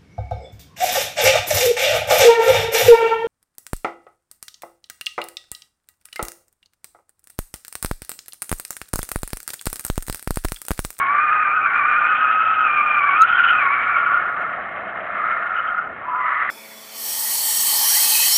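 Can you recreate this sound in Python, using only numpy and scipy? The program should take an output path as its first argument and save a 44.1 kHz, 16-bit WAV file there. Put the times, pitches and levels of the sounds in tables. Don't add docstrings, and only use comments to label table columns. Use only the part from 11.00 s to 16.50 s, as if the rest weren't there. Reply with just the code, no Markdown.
import sys
import numpy as np
from scipy import signal
from scipy.fft import rfft, irfft
from scipy.io import wavfile
from scipy.ndimage import uniform_filter1d

SR = 44100
rng = np.random.default_rng(int(sys.argv[2]) if len(sys.argv) > 2 else 0)


def master_out(mix):
    frames = np.transpose(np.atleast_2d(mix))
    ceiling = np.clip(frames, -1, 1)
    pcm = np.round(ceiling * 32767).astype(np.int16)
    wavfile.write(sys.argv[1], SR, pcm)


N = 242616
TIME = np.arange(N) / SR

NEAREST_S, TURN_S, TURN_LENGTH_S = 2.07, 2.75, .6
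EXHAUST_S, EXHAUST_LENGTH_S = 3.9, 1.6


def from_db(db):
    return 10 ** (np.asarray(db) / 20)


def rms_one(x):
    return x / np.sqrt(np.mean(x ** 2) + 1e-20)


def level_curve(rows):
    at_s, value = np.transpose(rows)
    return np.interp(TIME, at_s, value)


def swell(at_s, length_s):
    return np.exp(-(2 * (TIME - at_s) / length_s) ** 2)


def held(start_s, end_s, rise_db_per_s, fall_db_per_s):
    before_s = np.maximum(start_s - TIME, 0)
    after_s = np.maximum(TIME - end_s, 0)
    return -rise_db_per_s * before_s - fall_db_per_s * after_s


def through_turn(before, after):
    turned = (1 + np.tanh(2 * (TIME - TURN_S) / TURN_LENGTH_S)) / 2
    return before + (after - before) * turned


def far_db(loss_db_per_s):
    return -loss_db_per_s * np.abs(TIME - NEAREST_S)


def drift(rate):
    hz = np.fft.rfftfreq(N, 1 / SR)
    return rms_one(irfft(rfft(rng.standard_normal(N)) / (1 + (hz / rate) ** 2), N))


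def coloured_noise(spectrum):
    hz = np.maximum(np.fft.rfftfreq(N, 1 / SR), 1)
    at_hz, db = np.transpose(spectrum)
    skirts = np.minimum(1, np.minimum(hz / at_hz[0], at_hz[-1] / hz)) ** 4
    gain = from_db(np.interp(np.log(hz), np.log(at_hz), db))
    return rms_one(irfft(rfft(rng.standard_normal(N)) * skirts * gain, N))


def narrow_noise(centre_hz, half_width_hz):
    phase = 2 * np.pi * np.cumsum(centre_hz * np.ones(N)) / SR
    return rms_one(drift(half_width_hz) * np.cos(phase) + drift(half_width_hz) * np.sin(phase))


def resonate(x, hz, width_hz):
    r = np.exp(-np.pi * width_hz * np.sqrt(2) / SR)
    gain = (1 - r * r) / 2
    section = [gain, 0, -gain, 1, -2 * r * np.cos(2 * np.pi * hz / SR), r * r]
    return signal.sosfilt([section, section], x)


def stick_slip(pitch_hz, waver, waver_hz, jitter, jitter_hz):
    rate = pitch_hz * (1 + waver * drift(waver_hz) + jitter * drift(jitter_hz))
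    return 2 * np.pi * np.cumsum(rate) / SR


def grip(depth_db, rate_hz):
    gain = from_db(depth_db * 2 * np.tanh(drift(rate_hz) / 2))
    return gain / np.sqrt(uniform_filter1d(gain ** 2, size=SR // 6))


def raggedness(excess_db):
    ragged_per_db = 0.85
    return np.minimum(from_db(-ragged_per_db * excess_db), 2)


def clear_squeal(pitch_hz, first_db, second_db, ragged, waver, jitter, flutter_db, breakup_db, neighbour_db):
    phase = stick_slip(pitch_hz, waver * ragged, 31.73, jitter * ragged, 260)
    stray = stick_slip(pitch_hz * .98, 0.019, 25.66, 0.0201, 188.8)
    neighbour = from_db(neighbour_db) * ragged

    first = np.sin(phase) * grip(2.1 * ragged, 81)
    first = first + 0.45 * neighbour * np.sin(stray)
    second = np.sin(2 * phase + .5 * ragged * drift(91)) * grip(breakup_db * ragged, 22)
    second = second + neighbour * np.sin(2 * stray) * grip(2.1, 40)
    return grip(flutter_db * ragged, 150) * (from_db(first_db) * first + from_db(second_db) * second)


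def outer_tyre(octave_share, flare_db):
    # t/s, f/Hz
    slip_rate = [(0.0, 1122), (0.05, 1100), (0.22, 1208), (0.42, 1247), (0.45, 1182), (0.6, 1275),
                 (0.66, 1157), (1.12, 1250), (1.58, 1304), (1.73, 1194), (1.87, 1213), (2.12, 1131),
                 (2.33, 1534), (2.5, 1438), (2.52, 1297), (2.59, 1228), (2.62, 1110), (2.9, 1148)]
    # t/s, length/s, gain/dB
    load_shifts = [(0.043, 0.049, -3.5), (.25, 0.25, 2.5), (.7, 0.15, -7.5), (1.419, 0.31, 1),
                   (1.902, .3, 1.5), (2.223, 0.061, 15.5), (2.324, .16, -7.5), (2.833, 0.12, -7),
                   (3.136, 0.088, 9.5)]
    note_db, note_end_s, note_fade_db_per_s = -17, 2.626, 23
    octave_base_db, octave_end_s, octave_fade_db_per_s = -20.5, 2.93, 60.5
    usual_slip_hz, octave_loss_db_per_hz = 1221, 0.1311
    wheel_hz, wheel_swing = 9.3, .015

    pitch_hz = level_curve(slip_rate) * (1 + wheel_swing * np.sin(2 * np.pi * wheel_hz * TIME))
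    load_db = held(0, note_end_s, 0, note_fade_db_per_s)
    for at_s, length_s, db in load_shifts:
        load_db = load_db + db * swell(at_s, length_s)
    ragged = np.minimum(raggedness(load_db), 1.3)

    pitch_loss_db = np.minimum(octave_loss_db_per_hz * (usual_slip_hz - pitch_hz), 0)
    octave_db = octave_base_db + pitch_loss_db + octave_share * np.minimum(load_db, 0)
    octave_db = octave_db + held(0, octave_end_s, 0, octave_fade_db_per_s) + far_db(loss_db_per_s=3.5)
    squeal = clear_squeal(pitch_hz, note_db + load_db, octave_db, ragged,
                          waver=.012, jitter=0.0083, flutter_db=2.5, breakup_db=2, neighbour_db=-5.5)
    return squeal * grip(flare_db, 22)


def hoarse_squeal(pitch_hz, loud_db, usual_db, octave_db, spread, jitter):
    ragged = np.maximum(raggedness(loud_db - usual_db), .95)
    tone = 0
    for rib in (-1, 0, 1):
        rib_hz = pitch_hz * (1 + spread * ragged * rib)
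        phase = stick_slip(rib_hz, .024 * ragged, 25.004, jitter, 241.6)
        tone = tone + grip(4.3, 53) * (np.sin(phase) + from_db(octave_db) * np.sin(2 * phase))
    return from_db(loud_db) * rms_one(tone)


def inner_tyre(level_db):
    # t/s, relative level/dB
    long_slide = [(0.0, -26), (0.03, -32), (0.27, -25), (0.98, -20), (1.5, -27), (1.59, -20), (1.81, -26.5),
                  (2.14, -23), (2.44, -14), (2.73, -26), (3.16, -17.5), (3.21, -24.5), (3.44, -27.5),
                  (3.84, -47.5), (3.9, -36.5)]
    # start/s, end/s, f/Hz, level/dB
    short_slides = [(4.239, 4.371, 1299, -23), (4.479, 4.789, 1363, -23.5), (5.162, 5.425, 1251, -24)]
    # t/s, length/s, gain/dB
    bites = [(0.663, 0.006, 11), (2.431, 0.0056, 5.5), (2.594, 0.0057, 5.5), (2.969, 0.0087, 10.5),
             (3.064, 0.021, 3.5), (4.574, 0.0096, 5.5), (4.822, 0.0061, 0)]
    rise_db_per_s, fall_db_per_s = 90, 126.5

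    pitch_hz = through_turn(1437.5, 1374)
    loud_db = level_db + level_curve(long_slide) + held(0, long_slide[-1][0], 0, fall_db_per_s)
    for start_s, end_s, hz, db in short_slides:
        slide_db = db + held(start_s, end_s, rise_db_per_s, fall_db_per_s)
        pitch_hz = np.where(slide_db > loud_db, hz, pitch_hz)
        loud_db = np.maximum(slide_db, loud_db)
    bite_db = sum(db * swell(at_s, length_s) for at_s, length_s, db in bites)
    squeal = hoarse_squeal(pitch_hz, loud_db, usual_db=-20, octave_db=-35.0, spread=.033, jitter=.022)
    return from_db(bite_db) * squeal


def scrub(level_db, rasp_db, slips_per_s, size_db):
    # f/Hz, width/Hz, relative level/dB
    tread_modes = [(1133, 212, -1.5), (1350, 207, 2), (1773, 280, 0), (2143, 150, -2.5), (2226, 235, -8.5)]
    # t/s, relative level/dB
    scrub_level = [(0.0, -30), (0.49, -31), (0.6, -40.5), (0.73, -28.5), (1.87, -36.5), (2.17, -31),
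                   (2.24, -34.5), (2.31, -30.5), (2.5, -28.5), (2.51, -31), (2.62, -28), (3.92, -37),
                   (4.29, -29), (4.76, -37), (4.87, -41.5), (5.19, -39.5), (5.28, -28), (5.5, -29.5)]
    # f/Hz, relative level per Hz/dB
    rasp_spectrum = [(2000, -11), (2450, 6.5), (2750, 0.5), (3050, -1.5), (3300, -9), (3600, -20),
                     (4000, -28.5), (4400, -47.5)]
    # t/s, relative level/dB
    rasp_level = [(0.0, -48), (0.69, -50), (1.15, -37.5), (2.04, -41.5), (2.48, -31), (2.63, -44),
                  (3.15, -44), (3.29, -51.5), (4.52, -51.5), (4.58, -45.5), (4.86, -59.5), (5.5, -47)]

    happens = rng.random(N) < slips_per_s / SR
    slips = happens * rng.choice([-1, 1], N) * from_db(size_db * rng.standard_normal(N))
    rings = 0
    for k, (hz, width_hz, db) in enumerate(tread_modes):
        rings = rings + (-1) ** k * from_db(db) * resonate(slips, hz, width_hz)
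    rasp = from_db(level_curve(rasp_level) + rasp_db) * coloured_noise(rasp_spectrum) * grip(4.1, 53)
    return from_db(level_curve(scrub_level) + level_db) * rms_one(rings) + rasp


def engine(level_db):
    # multiple of the firing rate, relative level/dB
    engine_orders = [(.5, -19.5), (1, 6), (1.5, -6.5), (2, -3), (3, 2), (4, -12)]
    firing_hz = through_turn(177, 201)
    phase = stick_slip(firing_hz, 0.0093, 9.3, .012, 75)
    orders = sum(from_db(db) * np.sin(k * phase) * grip(7.8, 9.1) for k, db in engine_orders)
    exhaust_db = 14 * swell(EXHAUST_S, EXHAUST_LENGTH_S)
    return from_db(level_db + exhaust_db) * orders


def road_roar(hollow_db, tail_on_db, skirt_db, half_width_hz, coming_hz, going_hz):
    # f/Hz, relative level per Hz/dB
    roar_spectrum = [(280, -10.5), (420, -16), (520, -4), (620, 0), (780, 3.5), (900, 1.5), (1100, -2),
                     (1600, -21)]
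    peak_db = hollow_db + tail_on_db * swell(EXHAUST_S, EXHAUST_LENGTH_S)
    hollow = from_db(peak_db) * narrow_noise(through_turn(coming_hz, going_hz), half_width_hz)
    skirt = from_db(skirt_db) * coloured_noise(roar_spectrum)
    return from_db(far_db(loss_db_per_s=1.24)) * (hollow + skirt) * grip(2.1, 9)


def circuit():
    # f/Hz, relative level per Hz/dB
    rumble_spectrum = [(20, -42.5), (45, -16.5), (70, -5.5), (115, -1.5), (170, -1), (290, -2.5), (400, -2),
                       (520, -2)]
    # t/s, level/dB
    rumble_level = [(0.0, -48.5), (3.97, -46.5), (4.76, -52), (4.9, -44), (5.33, -54), (5.5, -47.5)]
    return from_db(level_curve(rumble_level)) * coloured_noise(rumble_spectrum)


def shriek(half_width_hz):
    # t/s, length/s, f/Hz, level/dB
    edge_bursts = [(2.35, 0.078, 3120, -33.5), (2.49, .11, 2980, -29.5), (4.592, 0.061, 2934, -39),
                   (4.684, 0.042, 3100, -44.5)]
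    bursts = 0
    for at_s, length_s, hz, db in edge_bursts:
        ring = rms_one(resonate(narrow_noise(hz, half_width_hz), hz, 650))
        bursts = bursts + from_db(db) * swell(at_s, length_s) * ring
    return bursts * grip(5, 42)


def swing_back():
    start_s, break_s = 5.085, 5.22
    note_db = -23 + held(start_s, break_s, rise_db_per_s=452, fall_db_per_s=75)
    octave_db = -27.5 + held(break_s, TIME[-1], rise_db_per_s=400, fall_db_per_s=0)
    return clear_squeal(996, note_db, octave_db, ragged=0.77, waver=0.0204, jitter=.022,
                        flutter_db=4.0, breakup_db=4.0, neighbour_db=-3.5)


def off_ground(x):
    delay_s, bounce = 0.00283, from_db(-22.5)
    reflected = bounce * np.interp(TIME - delay_s, TIME, x, left=0)
    return (x + reflected) / np.sqrt(1 + bounce ** 2)


def outdoors(x):
    # delay/s, level/dB
    echoes = [(.007, -15.5), (0.028, -24), (0.083, -14), (0.144, -32)]
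    dull = signal.sosfilt(signal.butter(1, 3000, fs=SR, output="sos"), x)
    return x + sum(from_db(db) * np.interp(TIME - delay_s, TIME, dull, left=0) for delay_s, db in echoes)


def scene():
    squeals = outer_tyre(octave_share=0.13, flare_db=1.3) + inner_tyre(level_db=0.35) + swing_back()
    tread = off_ground(scrub(level_db=5.0, rasp_db=3.5, slips_per_s=2300, size_db=3.5))
    tread = tread + shriek(half_width_hz=110)
    tyres = (squeals + tread) * grip(1.0, 29)
    roar = road_roar(hollow_db=-40.5, tail_on_db=6.5, skirt_db=-39.5,
                     half_width_hz=120, coming_hz=810.3, going_hz=678.7)
    background = off_ground(roar + circuit())
    return (outdoors(tyres) + engine(level_db=-71.5) + background)[None]


def record(dry):
    headroom, full_scale = .79, .72
    rounded = dry / (1 + (dry / headroom) ** 6) ** (1 / 6)
    narrow = signal.sosfilt(signal.cheby2(14, 70, 4750, fs=SR, output="sos"), rounded)
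    clipped = np.clip(narrow, -full_scale, full_scale)
    return signal.sosfilt(signal.cheby2(12, 70, 16000, fs=SR, output="sos"), clipped)


dry = scene()
out = record(dry)
master_out(out)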